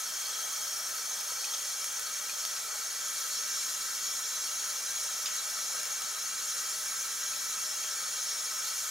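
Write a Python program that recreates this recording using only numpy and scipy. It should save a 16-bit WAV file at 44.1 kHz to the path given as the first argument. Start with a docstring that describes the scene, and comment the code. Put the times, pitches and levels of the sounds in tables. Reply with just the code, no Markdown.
"""A bathroom sink, heard up close: a tap runs steadily into the ceramic basin.
Churning water hisses, hums in the spout and sings in the aerator, the mesh at the spout's tip.
Bubbles gurgle at the drain and spray crackles on the ceramic. Beside the stream, long fingernails
tick and clack together and drops fall from wet hands; these small sounds echo off the tiles."""
import sys
import numpy as np
from scipy import signal
from scipy.fft import rfft, irfft, next_fast_len
from scipy.io import wavfile
from scipy.ndimage import uniform_filter1d, map_coordinates

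SR = 44100
rng = np.random.default_rng(int(sys.argv[2]) if len(sys.argv) > 2 else 0)


def wav_record(signal):
    """Record a signal, one row per channel, as 16-bit PCM in the file named by sys.argv[1]."""
    frames = np.transpose(np.atleast_2d(signal))
    bounded = np.clip(frames, -1, 1)
    # unit amplitude maps onto the largest positive 16-bit level
    quanta = np.round(bounded * 32767).astype(np.int16)
    wavfile.write(sys.argv[1], SR, quanta)


N = 392490

# The jet thins out, then settles into a fuller flow: (time [s], settled share [0-1], jet level [dB])
FLOW_STAGES = [(0, 0.03, -0.5), (1.4, 0.02, 0.2), (2.3, 0.27, -2.5), (2.9, 0.7, -3), (3.1, 0.97, 0.35),
               (6.2, 1, 0.26), (7.1, 1, 1.1), (8.9, 1, 1)]


def amp(db):
    """Turn decibels into a factor to multiply by."""
    return 10 ** (np.asarray(db) / 20)


def unit(x):
    """Scale a signal to an average (rms) strength of 1."""
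    return x / np.sqrt(np.mean(x ** 2) + 1e-20)


def along(points, hz):
    """Read between (frequency, value) points, with every octave equally wide."""
    point_hz, values = np.transpose(points)
    return np.interp(np.log(hz + 1), np.log(point_hz), values)


def curves(rows):
    """Turn each column after the time into a curve with one value per sample."""
    times, *columns = np.transpose(rows)
    return [np.interp(np.arange(N) / SR, times, column) for column in columns]


def wobble(rate):
    """A smooth random curve that heads for a new value `rate` times a second."""
    targets = rng.standard_normal(N // 100)
    steps = np.arange(0, N, 64)
    return np.interp(np.arange(N), steps, map_coordinates(targets, [steps * rate / SR], mode="mirror"))


def decay(t, t60):
    """A fade that falls 60 dB in t60 seconds."""
    return np.exp(-np.log(1000) * t / t60)


def add(track, start_s, sound):
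    """Mix a sound into the track at the given time."""
    part = track[max(round(start_s * SR), 0):][:len(sound)]
    part += sound[:len(part)]


def filtered(x, response):
    """Multiply each frequency in x by response(hz)."""
    size = next_fast_len(N + 8192, True)
    return irfft(rfft(x, size) * response(np.fft.rfftfreq(size, 1 / SR)), size)[..., :N]


def low_cut(hz, corner_hz):
    """Weaken the bass by 12 dB an octave below the corner, as small sources and microphones do."""
    return hz ** 2 / np.sqrt(hz ** 4 + corner_hz ** 4)


def resonances(peaks, hz):
    """A filter shape with one steep peak for each (pitch, half-width, level) row."""
    grid = np.linspace(0, SR / 2, 8192)
    power = sum((amp(db) / (1 + ((grid - centre) / width) ** 2)) ** 2 for centre, width, db in peaks)
    return np.interp(hz, grid, np.sqrt(power))


def spread(pair, colour):
    """Filter two unrelated signals by colour(hz) and blend them into a partly alike left and right."""
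    # How alike the two sides are: (frequency [Hz], likeness [0-1])
    likeness = [(100, .94), (200, 0.99), (350, 0.63), (1000, 0.71), (2500, .77), (4500, 0.88), (6800, 0.9),
                (9000, 0.87), (10500, .87), (14000, 0.67)]
    def response(hz):
        angle = np.arccos(np.clip(along(likeness, hz), -1, 1)) / 2
        return colour(hz) * np.array([np.cos(angle), np.sin(angle)])
    mid, side = filtered(pair, response)
    return np.array([mid + side, mid - side])


def turbulence(patchy_db):
    """Churning water: two noises that flutter in small patches of time and pitch."""
    spectrum = signal.stft(rng.standard_normal((2, N)), nperseg=512)[2]
    patches = uniform_filter1d(rng.standard_normal(spectrum.shape[1:]), size=6, axis=0)
    patches = unit(uniform_filter1d(patches, size=9, axis=1))
    return unit(signal.istft(spectrum * amp(patchy_db * patches), nperseg=512)[1][:, :N])


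def hand_echoes(x, strength, count=7):
    """Faint, drifting echoes off the moving hands and the bowl colour the sound."""
    mix = x.copy()
    for delay_s in rng.uniform(.001, .009, count):
        earlier = np.rint(np.arange(N) - SR * (delay_s + .00003 * wobble(1.2))).astype(int)
        mix += strength * x[:, np.clip(earlier, 0, N - 1)]
    return unit(mix)


def rush(hz):
    """How strongly the water churning in the tap sounds at each frequency."""
    # Tone of the rushing water: (frequency [Hz], level [dB])
    rush_tone = [(40, -56), (90, -34), (160, -24.5), (350, -15), (450, -10.5), (1000, -8.5), (1500, -6),
                 (2100, -7), (2900, -9), (4500, -6), (7000, -0.5), (7900, -4), (12000, -9), (15600, -12)]
    return amp(along(rush_tone, hz))


def tap_hiss():
    """The churning water makes a broad hiss that bounces off the hands."""
    return amp(-35.5) * spread(hand_echoes(turbulence(patchy_db=.5), strength=.15), rush)


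def spout_hum():
    """The flow makes the spout and basin hum, a little louder once it settles."""
    # Resonances of spout and basin: (pitch [Hz], half-width [Hz], level [dB])
    spout_peaks = [(136.4, 5.9, 10.5), (193, 53, 7.5), (492, 16, 4.5), (618, 13.3, 7), (836, 19.5, 6),
                   (1069, 46, 4.5), (1150, 15, 10), (1263, 16.6, 15), (1315.4, 27, 16), (1374, 16, 10),
                   (1480, 79, 8.5), (1548, 17, 8.5), (1599, 8, 16), (1766, 88, 6.5), (1941, 32.5, 9.5),
                   (2207, 14.5, 9.5), (2315, 67, 9.5)]
    settled, _ = curves(FLOW_STAGES)
    hum = spread(turbulence(patchy_db=1), lambda hz: rush(hz) * resonances(spout_peaks, hz))
    return amp(-34.8 + .93 * settled) * hum


def aerator_song():
    """The jet sings in the aerator, whose narrow resonances trade strength as the flow settles."""
    # Aerator resonances: (pitch [Hz], half-width [Hz], early level [dB], settled level [dB])
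    aerator_peaks = [(2725, 21, 4, 7), (2784, 19, 5, 11), (3235, 130, 10, 9), (3503, 60, 5, 7),
                     (3794, 73, 2, 6), (3982, 17, 12, 17), (4263, 87, 6, 6), (4429, 15, 19, 18),
                     (4504, 16, 11, 11), (4706, 20, 1, 7), (5050, 20, 1, 7), (5206, 28, 12, 11),
                     (5290, 27, 11, 14), (5400, 31, 10, 16), (5609, 32, 16, 15), (5862, 31, 9, 12),
                     (5996, 35, 7, 9), (6094, 39, 10, 13), (6203, 19, 11, 15), (6325, 32, 19, 14),
                     (6436, 20, 7, 7), (6589, 41, 8, 14), (6667, 36, 5, 12), (6907, 20, 3, 12),
                     (7026, 47, 6, 9), (7222, 75, 4, 7), (7428, 42, 1, 10), (8149, 24, 1, 12),
                     (8338, 114, 8, 5), (10574, 319, 7, 9)]
    centre, width, early_db, late_db = np.transpose(aerator_peaks)
    settled, jet_db = curves(FLOW_STAGES)
    churn = turbulence(patchy_db=1.26)
    early = spread(churn, lambda hz: rush(hz) * resonances(zip(centre, width, early_db), hz))
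    late = spread(churn, lambda hz: rush(hz) * resonances(zip(centre, width, late_db), hz))
    song = np.sqrt(1 - settled) * early + np.sqrt(settled) * late
    swell_db = .28 * wobble(6.5)
    sputter_db = .33 * wobble(22) + .45 * wobble(110)  # the jet sputters as it draws in air
    return amp(-34 + jet_db + swell_db + sputter_db) * song


def whistles(rise_s=.32):
    """The jet briefly favours one resonance, which swells quickly and fades slowly."""
    # Whistles of the jet: (start [s], length [s], pitch [Hz], half-width [Hz], level [dB])
    notes = [(0, 0.85, 3260, 63, -49.5), (.3, 2.1, 5600, 17, -47), (3, 0.86, 4432, 12, -50),
             (4.2, 1.8, 10700, 55, -55), (6.298, 1.8, 10630, 55, -48)]
    track = np.zeros((2, N))
    for start, length, centre, width, db in notes:
        swell, = curves([(start, 0), (start + rise_s, 1), (start + length, 0)])
        tone = unit(spread(turbulence(patchy_db=.5), lambda hz: resonances([(centre, width, 0)], hz)))
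        track += amp(db) * swell * tone
    return track


def bubble(t, hz, t60, rise):
    """A pocket of air rings; its pitch climbs as it nears the surface."""
    return np.sin(2 * np.pi * hz * t * (1 + rise * t / t60)) * decay(t, t60) * (1 - np.exp(-t * hz))


def gurgle(count=4200):
    """The stream folds small bubbles into the water pooling at the drain."""
    # Loudness of the gurgle: (time [s], level [dB])
    pool_levels = [(0, -59.5), (1.4, -58), (2.1, -62.5), (2.8, -56.5), (3.3, -67), (4.4, -64.5), (5.2, -59),
                   (6.1, -58.5), (6.6, -70), (7.4, -66), (8.1, -60), (8.9, -68)]
    track, t = np.zeros((2, N)), np.arange(SR // 25) / SR
    when, sides = rng.random((2, count))
    pitch, size = np.clip(rng.standard_normal((2, count, 1)), -2, 2)
    pitch_hz = 780 * np.exp(.25 * pitch)
    rings = amp(1.9 * size) * bubble(t, pitch_hz, t60=18 / pitch_hz, rise=.16)
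    for start, side, ring in zip(when * N / SR, sides, rings):
        add(track[round(side)], start, ring)
    bubbles = unit(spread(track, lambda hz: low_cut(hz, corner_hz=302)))
    return bubbles * amp(curves(pool_levels)[0] + .98 * wobble(6))


def spray(count=60000):
    """Fine droplets burst on the ceramic, a few much louder than the rest."""
    # Tone of the spray: (frequency [Hz], level [dB])
    spray_tone = [(2000, -23), (4000, -2), (7000, 6), (9000, 2.5), (12000, 1), (15500, -3)]
    # Peaks in its sizzle: (pitch [Hz], half-width [Hz], level [dB])
    sizzle = [(9360, 73, 0.5), (11100, 67, -3), (12030, 170, 3.5), (13000, 210, -1), (13700, 150, -3),
              (14100, 130, 2), (14300, 110, 3), (15350, 140, -5)]
    # Loudness of the water striking the ceramic: (time [s], level [dB])
    spatter_levels = [(0, -44), (.9, -43.5), (2.2, -46), (3, -47), (3.4, -44), (4.2, -45.5), (5.9, -45.8),
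                      (6.25, -48), (6.7, -44), (8.4, -47.5), (8.75, -43)]
    moments = rng.integers(0, N, (2, count))
    sizes = amp(4.5 * np.clip(rng.standard_normal((2, count)), -3, 3))
    kicks = sizes * rng.choice([-1, 1], (2, count))
    clicks = np.array([np.bincount(at, kick, N) for at, kick in zip(moments, kicks)])
    bursts = hand_echoes(clicks, strength=.27)
    crackle = unit(spread(bursts, lambda hz: amp(along(spray_tone, hz)) * (1 + resonances(sizzle, hz))))
    return crackle * amp(curves(spatter_levels)[0] + wobble(25))


def nail_touches(count=45):
    """The nail tips brush each other lightly at random moments."""
    track, t = np.zeros(N), np.arange(SR // 200) / SR
    for when, pitch, size in rng.random((count, 3)):
        tick = np.sin(2 * np.pi * (6500 + 3500 * pitch) * t) * decay(t, .0012)
        add(track, when * N / SR, amp(-33 + 8 * size) * tick)
    return track


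def nail_ticks():
    """Nail tips snap past each other, then slip with a short hiss."""
    # Snaps of the nail tips: (time [s], level [dB])
    snaps = [(.220, -24), (.895, -26), (.946, -26), (1.2088, -20), (1.8433, -16), (1.9955, -21),
             (2.4518, -13), (3.6326, -25), (5.040, -22), (5.7986, -23), (5.8327, -25), (5.8546, -18),
             (6.0202, -19), (7.6171, -26)]
    track, t = np.zeros(N), np.arange(SR // 10) / SR
    for start, db in snaps:
        hz = 6800 * np.exp(.08 * rng.standard_normal())
        snap = 1.2 * np.sin(2 * np.pi * hz * t) * decay(t, .0009)
        slip = rng.standard_normal(len(t)) * decay(t, .022)
        add(track, start, amp(db) * snap + amp(-23 + .55 * db) * slip)  # harder snaps slip louder
    return track


def drops(ring_cycles=76):
    """Each drop from the hands traps one bubble in the wet basin; small, high bubbles die sooner."""
    # Drops landing: (time [s], bubble pitch [Hz], level [dB])
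    landings = [(.33, 3930, -35), (.531, 9750, -28), (1.3, 960, -41), (1.4413, 2490, -34),
                (1.450, 8900, -25), (1.538, 3590, -30), (2.294, 2430, -33), (5.037, 8870, -26),
                (5.055, 930, -41), (5.831, 10000, -27), (7.333, 2520, -37), (7.582, 2560, -38)]
    track, t = np.zeros(N), np.arange(SR // 10) / SR
    for start, hz, db in landings:
        add(track, start, amp(db) * bubble(t, hz, t60=ring_cycles / hz, rise=.05))
    return track


def nail_clacks():
    """Nails knock flat on each other, ring briefly, then scrape off."""
    # Knocks of the nails: (time [s], level [dB])
    knocks = [(1.4435, -24), (1.5455, -25), (2.296, -29), (2.452, -26), (2.564, -25), (4.642, -26),
              (5.2585, -15), (5.267, -24), (5.281, -27), (5.798, -27), (5.854, -27), (6.021, -28),
              (7.334, -28), (7.838, -24)]
    # The tones a fingernail rings with: (pitch [Hz], level [dB], time to fade by 60 dB [s])
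    nail_tones = [(2600, -11, .016), (3010, -8, .016), (3700, -7, .016), (4995, -1, .016), (5900, -3, .008),
                  (6750, 0, .01), (8900, -11, .008)]
    track, t = np.zeros(N), np.arange(SR // 10) / SR
    rasp = signal.butter(2, [2100, 3900], "band", fs=SR, output="sos")
    attack = 1 - np.exp(-t / .0005)
    hardest_db = max(db for _, db in knocks)
    for start, db in knocks:
        # light knocks land on different nails, each with its own pitch
        scatter = .005 + .008 * (hardest_db - db)
        ring = np.zeros(len(t))
        for hz, tone_db, t60 in nail_tones:
            strength = amp(tone_db + rng.normal(0, 2.9))
            ring += strength * np.sin(2 * np.pi * hz * rng.normal(1, scatter) * t) * decay(t, t60)
        crack = .55 * rng.standard_normal(len(t)) * decay(t, .007)
        scrape = .11 * unit(signal.sosfilt(rasp, rng.standard_normal(len(t)))) * decay(t, .22)
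        add(track, start, .55 * amp(db) * (ring + crack + scrape) * attack)
    return track


def tile_echo(x):
    """The tiles answer with a short, bright echo, different at each ear."""
    # How long the room rings: (frequency [Hz], time to fade by 60 dB [s])
    fade_times = [(300, 0.27), (3000, .35), (14000, 0.14)]
    hz, t, noise = signal.stft(rng.standard_normal((2, SR // 2)), SR, nperseg=256)
    tail = signal.istft(noise * decay(t, along(fade_times, hz)[:, None]), SR, nperseg=256)[1]
    return signal.fftconvolve(x[None], tail / np.linalg.norm(tail[0]), axes=1)[:, :N]


def scene():
    """Tap, basin and hands together, slightly left of centre."""
    water = tap_hiss() + spout_hum() + aerator_song() + whistles() + gurgle() + spray()
    hands = nail_touches() + nail_ticks() + drops() + nail_clacks()
    hands = filtered(hands, lambda hz: low_cut(hz, corner_hz=900))
    return (water + hands + amp(-9) * tile_echo(hands)) * amp([[.3], [-.3]])


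def record(dry, top_hz=15780):
    """The microphone loses the deep bass and the highest treble; its left side mostly lags a little."""
    # Timing between the microphone's two openings: (frequency [Hz], lead of the left side [radians])
    left_lead = [(50, 0.3), (400, -0.66), (1100, -0.83), (2500, -0.44), (15000, -0.32)]
    shift = lambda hz: np.exp(.5j * along(left_lead, hz) * np.array([[1], [-1]]))
    return filtered(dry, lambda hz: low_cut(hz, corner_hz=65) * shift(hz) * (hz < top_hz))


dry = scene()
out = record(dry)
wav_record(out)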